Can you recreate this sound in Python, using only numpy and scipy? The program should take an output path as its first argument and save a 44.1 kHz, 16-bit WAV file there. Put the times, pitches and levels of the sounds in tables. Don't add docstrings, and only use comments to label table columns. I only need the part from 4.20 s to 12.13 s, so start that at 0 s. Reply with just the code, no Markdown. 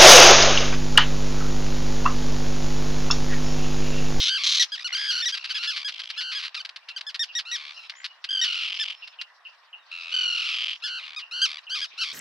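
import sys
import numpy as np
from scipy import signal
from scipy.fft import rfft, irfft, next_fast_len
from scipy.io import wavfile
from scipy.ndimage import uniform_filter1d

SR = 44100
rng = np.random.default_rng(int(sys.argv[2]) if len(sys.argv) > 2 else 0)


def attenuation_scalar(level_db):
    decades = np.asarray(level_db, float) / 20
    return 10 ** decades


def log_audio(samples):
    frames = np.atleast_2d(samples).T
    limited = np.clip(frames, -1, 1)
    pcm = np.round(limited * 32767).astype(np.int16)
    wavfile.write(sys.argv[1], SR, pcm)


N = 349713


def evened(x):
    return x / np.sqrt(np.mean(x ** 2) + 1e-20)


def read(points, hz):
    f, value = np.transpose(points)
    return np.interp(np.log(hz + 1), np.log(f + 1), value)


def add(mix, s, sound):
    part = mix[round(s * SR):][:len(sound)]
    part += sound[:len(part)]


def seconds(length, start=0):
    return np.arange(start, length, 1 / SR)


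def share(length):
    return np.arange(0, 1, 1 / (length * SR))


def drift(count, smooth_s):
    size = max(round(smooth_s * SR), 1)
    smooth = uniform_filter1d(uniform_filter1d(rng.standard_normal(count), size), size)
    return smooth * np.sqrt(1.5 * size)


def sine(hz):
    return np.sin(2 * np.pi * np.cumsum(hz) / SR)


def wash(spectrum, same, patchy_db):
    frames, hz = N // 128 + 5, np.fft.rfftfreq(512, 1 / SR)
    a, b, c, d, patches = rng.standard_normal((frames, 257, 5)).T
    patches = evened(uniform_filter1d(uniform_filter1d(patches, 30, 0), 12, 1))
    same = np.clip(read(same, hz), -1, 1)[:, None]
    left = a + 1j * b
    right = same * left + np.sqrt(1 - same ** 2) * (c + 1j * d)
    z = np.array([left, right]) * attenuation_scalar(read(spectrum, hz)[:, None] + patchy_db * patches)
    return evened(signal.istft(z, nperseg=512, noverlap=384)[1][:, :N])


# frequency in Hz, level in dB per Hz.
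SEA = [(59, -102), (100, -70.5), (589, -14), (712, -6), (758, -9), (1060, -1.5), (1290, -4.5), (1920, -3),
       (2220, -18.5), (15500, -43.5)]
# frequency in Hz, likeness from -1 to 1.
SEA_SAME = [(60, -0.49), (240, 0.4), (950, 0.9), (3770, 0.26), (15000, -0.04)]


def sea():
    return attenuation_scalar(-58.5) * wash(SEA, SEA_SAME, patchy_db=1.5)


# frequency in Hz, level in dB.
CROWD = [(1500, -32), (2300, 1.5), (2900, 2.5), (4200, -1), (5500, -5), (6800, -25.5), (10000, -42.5)]
# time in seconds, level in dB.
CROWD_DB = [(0.0, -39), (.5, -46), (1.5, -43), (2.5, -61), (3.5, -48), (4.04, -60.5), (4.3, -37.5),
            (4.9, -55.5), (5.2, -64.5), (5.3, -56.5), (5.48, -63), (5.7, -55), (6.16, -40), (6.96, -57.5),
            (7.45, -56), (7.93, -45.5)]


def colony():
    level_db = np.interp(np.arange(N) / SR, *np.transpose(CROWD_DB))
    return attenuation_scalar(level_db) * wash(CROWD, [(100, 0.24), (9000, 0.16)], patchy_db=5.5)


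def pulses(hz, start=0.):
    turns = start + np.cumsum(hz) / SR
    samples_off = (turns - np.round(turns)) * SR / hz
    return np.exp(-samples_off ** 2 / 2) * np.sqrt(SR / hz / np.sqrt(np.pi))


# frequency in Hz, gain in dB.
WIDE = [(500, -53), (1100, -12), (1600, -1), (2300, -4), (3200, -2.5), (4000, 4), (4800, 2.5), (5500, -8),
        (6600, -22), (11000, -30), (15500, -58)]
# frequency in Hz, gain in dB.
NARROW = [(500, -47.5), (1100, -12.5), (1500, -15), (2300, 1.5), (2950, 11), (3600, -6.5), (4500, -5.5),
          (5900, -24), (7000, -25), (15500, -58)]


def throat(drive, mouth, narrow):
    hz = abs(np.fft.fftfreq(1024, 1 / SR))
    db = (1 - narrow) * read(WIDE, hz / mouth) + narrow * read(NARROW, hz / mouth)
    pulse_loss = (2 * np.pi * np.minimum(hz, 16000) / SR) ** 2 / 2
    log_gain = np.log(attenuation_scalar(db)) + pulse_loss
    taps = np.fft.ifft(np.exp(np.conj(signal.hilbert(log_gain)))).real[:400]
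    return signal.oaconvolve(drive, taps / np.linalg.norm(taps))


def voice(t, throb, hz, db, opened, creak, wobble, sag, mouth, narrow, creak_hz, ring=0.):
    count = len(t)
    creak = np.clip(creak, 0, 1)
    chaos = creak * (1 - creak)
    into = (throb % 1) / opened
    closing = np.clip((1 - into) / 0.044, 0, 1)
    opening = np.clip(into / 0.029 + (opened - .95) / 0.11, 0, 1)
    swing = wobble * np.sin(2 * np.pi * throb)

    sinking = sag * np.minimum(into, 1) ** 4 * np.clip(1.2 - opened, 0, .4) / 0.38
    tone = pulses(hz * (1 + swing - sinking) * np.exp((0.0041 + 0.21 * chaos) * drift(count, 0.0013)))
    tone *= attenuation_scalar(16.3 * swing + 14.7 * chaos * drift(count, 0.0004))
    clicks = pulses(creak_hz * np.exp((0.036 + 0.6 * chaos) * drift(count, 0.0031)))
    clicks *= attenuation_scalar(2.4 * drift(count, 0.0022))

    edges = signal.windows.tukey(count, 0.006 / (count / SR))
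    effort = attenuation_scalar(db) * (closing * opening + 0.067) * edges
    return (throat(effort * np.sqrt(1 - creak) * tone, mouth, np.clip(narrow, 0, 1))
            + throat(effort * creak * clicks, mouth, np.clip(narrow + ring, 0, 1.3)))


# start in seconds, length in seconds, throbs per second,
# beak factor, level in dB.
RASPS = [
    (0, .098, 37.4, 1.273, -26),
    (0.234, .205, 37.6, 1.357, -25.5),
    (0.688, .19, 65, 0.746, -40.5),
    (1.72, 0.21, 53, 1.12, -42.5),
    (3.72, .12, 63, 0.67, -50.5),
]


def rasp(s, length, rate_hz, mouth, db):
    t = seconds(length)
    opened = np.clip(.42 + 0.1 * (db + 40.5), .4, .9) + 0 * t
    return s, voice(t, rate_hz * t, 1074 + 0 * t, db, opened, creak=0.75,
                    wobble=0.0033, sag=0.052, mouth=mouth, narrow=0.8, creak_hz=426)


# start in seconds, break in seconds, top pitch in Hz,
# level in dB, beak factor.
KEES = [
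    (0.073, 0.179, 1578, -30, 1.026),
    (1.379, 1.531, 1436, -38.5, 1.016),
    (1.962, 2.126, 1511, -39, 0.97),
    (3.25, 3.326, 1447, -43, 0.93),
    (6.621, 6.794, 1498, -38.5, .92),
    (7.11, 7.259, 1494, -37, 1.01),
    (7.495, 7.559, 1600, -34, 1.087),
    (7.777, 7.844, 1519, -34, 1.06),
]
# end in seconds, level change in dB, open share lost per second,
# creak from 0 to 1.
ARRS = [
    (0.392, -4.5, 2.73, 0.22),
    (1.637, -1.5, 5, .2),
    (2.295, -1, 3.9, 0.8),
    (3.536, -0.5, 3.4, 0.4),
    (6.955, -6, 5.5, 0.6),
    (7.378, -2.5, 8, .28),
    (7.655, -2.5, 8.9, 0.4),
    (7.93, -3.5, 7, 0.2),
]


def keearr(start, crack, hz, db, mouth, end, arr_db, shuts, rough):
    t = seconds(end - start)
    since = t - (crack - start)
    early = np.exp(-t / 0.016)
    low = np.clip(since / 0.014 + .5, 0, 1)
    kee_hz = hz * (1 - .17 * early - 0.23 * t)
    pitch = (1 - low) * kee_hz + low * 1123
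    level_db = db - 7 * early + arr_db * low
    opened = np.clip(1.1 - shuts * since, 0.34, 1.4)
    creak = .03 * attenuation_scalar(db + 36.5) + low * rough * np.clip(since / 0.057, .3, 1)
    wobble = 0.033 + 0.22 * np.minimum(t, crack - start)
    return start, voice(t, 72.53 * since, pitch, level_db, opened, creak,
                        wobble, sag=0.05, mouth=mouth, narrow=0.4, creak_hz=375)


# start in seconds, length in
# seconds, top pitch in Hz, level in dB, creaky tail in seconds.
KIPS = [(0.396, 0.033, 1972, -23, 0.021), (.519, 0.04, 1670, -34.5, 0.01),
        (.888, 0.035, 1634, -29, 0.013), (1.02, 0.033, 1830, -31.5, 0.011),
        (1.056, 0.032, 1950, -26.5, 0.028), (1.123, 0.038, 1628, -34, 0.0029),
        (1.344, 0.047, 1708, -34.5, 0.0036), (1.473, 0.042, 1730, -31.5, 0.012),
        (1.646, 0.05, 1680, -34, 0.0061), (1.977, 0.032, 1730, -34.5, .004),
        (2.148, 0.053, 1679, -35.5, 0.021), (2.866, 0.036, 1743, -37.5, 0.013),
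        (2.993, 0.049, 1860, -29, 0.0067), (3.151, 0.045, 1914, -29.5, 0.003),
        (3.314, 0.053, 1946, -31.5, 0.0047), (4.213, 0.04, 1905, -26.5, .004),
        (4.597, 0.043, 1780, -31, 0.0025), (6.637, 0.04, 1730, -34.5, 0.018),
        (7.216, 0.046, 1599, -23.5, 0.004), (7.614, 0.04, 1663, -34, 0.01),
        (0.644, 0.036, 1468, -32, 0.0043), (0.726, 0.021, 1460, -30, 0.004),
            (0.747, 0.027, 1592, -30, 0.0082), (1.304, 0.023, 1546, -33.5, 0.0045),
            (2.363, 0.017, 1374, -37.5, 0.0057), (2.373, 0.027, 1240, -39.5, 0.0052),
            (2.401, 0.017, 1540, -38.5, 0.002), (2.702, 0.02, 1385, -48, .004),
            (2.762, 0.019, 1588, -35.5, 0.014), (6.962, 0.038, 1262, -36.5, 0.02),
            (7.381, 0.012, 986, -41.5, 0.0026), (7.546, 0.041, 1250, -36.5, .004),
            (7.811, 0.032, 1363, -30, 0.007)]


def kip(s, length, hz, db, tail):
    u, v = share(length), share(tail)
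    pitch = hz * (1 - 0.3095 * (u - .4) ** 2 - 0.15 * u ** 6) * (1 + 0.0023 * drift(len(u), 0.0012))
    swell = np.minimum(u * length / 0.0012, 1) * attenuation_scalar(-9 * (u - .4) ** 2 - 1.6 * u ** 6)
    stall = attenuation_scalar(-3 - 9.0 * v) * pulses(220 + 500 * np.exp(-v * tail / 0.0071))
    mouth = 1.15 + 0.16 * np.log2(hz / 1650) + .006 * (db + 25)
    return s, attenuation_scalar(db) * throat(np.r_[swell * pulses(pitch), stall], mouth, 0.39)


# start in seconds, length in seconds, throbs per second,
# pitch in Hz, level in dB.
TRILLS = [
    (0.576, .033, 59, 1895, -36.5),
    (1.162, 0.22, 63, 1365, -46),
    (5.713, 0.35, 84, 1343, -41),
]


def trill(s, length, rate_hz, hz, db):
    t = seconds(length)
    opened = (0.0053 + .003 * np.exp(-t / 0.062)) * rate_hz
    pitch = hz * (1.02 - 0.28 * t - .06 * np.exp(-t / .008))
    return s, voice(t, rate_hz * t, pitch, db + 2 * t / length, opened, creak=.08,
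                    wobble=.011, sag=.15, mouth=.97, narrow=0.66, creak_hz=300)


# start in seconds, length in seconds,
# throbs per second, pitch in Hz, level in dB.
HELD = [
    (0.603, 0.032, 59, 1270, -42.5),
    (0.777, .115, 70, 1675, -33),
    (0.902, 0.118, 40.5, 1490, -31.5),
    (3.54, 0.14, 58, 1380, -53),
]


def held(s, length, rate_hz, hz, db):
    t = seconds(length)
    pitch = hz * (1 - 0.203 * t - 0.055 * np.exp(-t / .012))
    opened = .8 + 0.094 * (length > .1) + 0 * t
    return s, voice(t, rate_hz * t, pitch, db, opened, creak=0.14,
                    wobble=.013, sag=0.0475, mouth=1.055, narrow=0.18, creak_hz=301)


# start in seconds, peak in dB, length in seconds.
RATTLES = [(1.142, -9.5, 0.016), (1.1723, -8, 0.015), (1.242, -10.5, 0.024), (1.294, -10.5, 0.026),
           (1.349, -14.5, 0.045), (1.4282, -9, 0.039), (1.563, -9, 0.028), (1.68, -11.5, 0.031),
           (1.793, -13, 0.021), (1.835, -13.5, 0.011), (1.8998, -9, 0.016), (2.008, -9.5, 0.022),
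           (2.118, -10.5, 0.024), (2.23, -14, 0.049), (2.345, -9.5, 0.015), (2.4496, -11, 0.012),
           (2.492, -13, 0.0091), (2.561, -14, 0.014), (2.687, -13.5, 0.016), (2.81, -10, 0.01),
           (2.9445, -10, 0.022), (3.1903, -10.5, 0.024), (3.696, -10, 0.011), (3.843, -9.5, 0.026),
           (4.0417, -9.5, 0.017), (4.239, -10, 0.043), (4.875, -15.5, 0.0099), (5.013, -7.5, 0.012)]


def rattle(s, peak_db, length):
    t = seconds(length)
    hz = (250 + 800 * np.exp(-t / 0.0033)) * np.exp(.1 * drift(len(t), 0.00201))
    fade_db = -5 * np.exp(-t / 0.0081) - 11.8 * (t / length) ** 2
    size = attenuation_scalar(fade_db + 2.0 * drift(len(t), 0.00091))
    return s, attenuation_scalar(peak_db - 21.5) * throat(size * pulses(hz, start=-.1), 1.0, 0.27)


# start in seconds, peak in dB, length in seconds.
PEEPS = [(2.684, -34, 0.034), (3.088, -33.5, 0.03), (3.564, -33.5, 0.037), (4.068, -40, 0.024),
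         (4.822, -30, 0.025), (4.988, -28, 0.021), (5.2506, -32, 0.026), (5.529, -31.5, 0.023),
         (6.828, -30, 0.018), (7.015, -30.5, 0.027), (7.4675, -31, 0.021)]


def peep(s, peak_db, length):
    t = seconds(length)
    tone = sine(2850 - 4000 * t + 60 * drift(len(t), 0.0022))
    beat = 1 - 0.6 * np.cos(2 * np.pi * 222 * t)
    return s, attenuation_scalar(peak_db - 6.5) * tone * beat * np.sin(np.pi * t / length) ** 0.17


# start in seconds, length in seconds, start pitch in Hz, held pitch in Hz,
# end pitch in Hz, level in dB.
WHISTLES = [
    (3.745, 0.065, 4000, 7150, 6950, -52),
    (7.67, .055, 3700, 3800, 3500, -52),
    (3.88, 0.05, 2950, 2930, 2800, -50),
    (5.07, 0.055, 1950, 2000, 1950, -58),
    (4.73, .2, 5350, 5320, 5280, -57),
    (5.585, 0.06, 3850, 3800, 3550, -59),
]


def whistle(s, length, start_hz, held_hz, end_hz, db):
    u = share(length)
    hz = held_hz + (start_hz - held_hz) / (1 + (u / 0.17) ** 4) + (end_hz - held_hz) * u ** 3
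    flutter = attenuation_scalar(db - 2.5 + 3.5 * drift(len(u), .003))
    return s, flutter * sine(hz) * signal.windows.tukey(len(u), .4)


# first full throb in seconds, length in seconds, top pitch in Hz, level in dB,
# throbs per second.
SCREAMS = [
    (4.105, 0.65, 1626, -31.5, 47),
    (5.939, 0.629, 1520, -30, 44),
]


def scream(s, length, hz, db, rate_hz):
    t = seconds(length, start=-.8 / rate_hz)
    hold = 0.00055 * (1626 - hz)
    clear_s, cracked_s, spent_hz = .08, .41, 1217
    cracked = np.clip((t - hold - clear_s) / (cracked_s - clear_s), 0, 1)
    sagging = np.clip(t / (0.49 + 2 * hold), 0, 1)
    pitch = hz * (1 + 2.5 * np.minimum(t, 0)) - (hz - spent_hz) * sagging
    last_gasp = np.clip(1 + (t - length) / 0.049, 0, 1)
    level_db = db - 3 * np.sqrt(cracked) - 4 * (t < 0) - 16 * last_gasp
    opened = np.interp(t, [clear_s, .34, .47 + 4.4 * hold], [.74, 0.94, 0.61])
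    throb = rate_hz * t - 2.5 * t ** 2
    return s + t[0], voice(t, throb, pitch, level_db, opened, .015 + 0.9 * cracked ** 1.6, wobble=0.0073,
                           sag=.04 + .3 * cracked, mouth=1.055, narrow=.7, creak_hz=239, ring=0.27)


def shore(x, t60, gap_s):
    t = np.arange(round(.4 * SR)) / SR
    tail = rng.standard_normal((2, len(t))) * attenuation_scalar(-60 * t / t60) * (t > gap_s)
    return signal.fftconvolve(x[None], tail / np.linalg.norm(tail[0]), axes=1)[:, :N]


# frequency in Hz, gain in dB.
MIC = [(4500, 0), (6100, 1.5), (7300, -3.5), (10000, -1.5), (14000, -4.5)]
# frequency in Hz, lead of the left in radians.
LEAD = [(0, 0), (1980, -1.3), (4130, -0.18), (6460, -0.52), (10200, -1.1), (15200, 0.1)]
# frequency in Hz, left over right in dB.
LOUDER = [(60, 1.3), (240, 0.59), (950, 1.4), (3770, 0.55), (15000, 0.5)]


def microphones(x):
    size = next_fast_len(N)
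    hz = np.fft.rfftfreq(size, 1 / SR)
    half = attenuation_scalar(read(LOUDER, hz) / 2) * np.exp(.5j * read(LEAD, hz))
    return irfft(rfft(x, size) * attenuation_scalar(read(MIC, hz)) * np.array([half, 1 / half]), size)[:, :N]


def scene():
    near, far = np.zeros(N), np.zeros(N)
    keearrs = [kee + arr for kee, arr in zip(KEES, ARRS)]
    for mix, call, table in ((near, rasp, RASPS), (near, keearr, keearrs), (near, kip, KIPS),
                             (near, trill, TRILLS), (near, held, HELD), (near, rattle, RATTLES),
                             (far, peep, PEEPS), (far, whistle, WHISTLES), (near, scream, SCREAMS)):
        for row in table:
            add(mix, *call(*row))
    echoes = attenuation_scalar(-14.5) * shore(near, 0.057, 0.01) + attenuation_scalar(-5) * shore(far, 0.22, 0.0074)
    return microphones(near + far) + echoes + colony() + sea()


def roll_off(x):
    return signal.sosfilt(signal.butter(12, 15710, fs=SR, output="sos"), x)


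def record(dry):
    cut = signal.sosfilt(signal.butter(3, 300, "high", fs=SR, output="sos"), dry)
    cut = signal.oaconvolve(cut, signal.firwin(255, 15400, fs=SR)[None], "same")
    return roll_off(cut)


dry = scene()
out = record(dry)
log_audio(out)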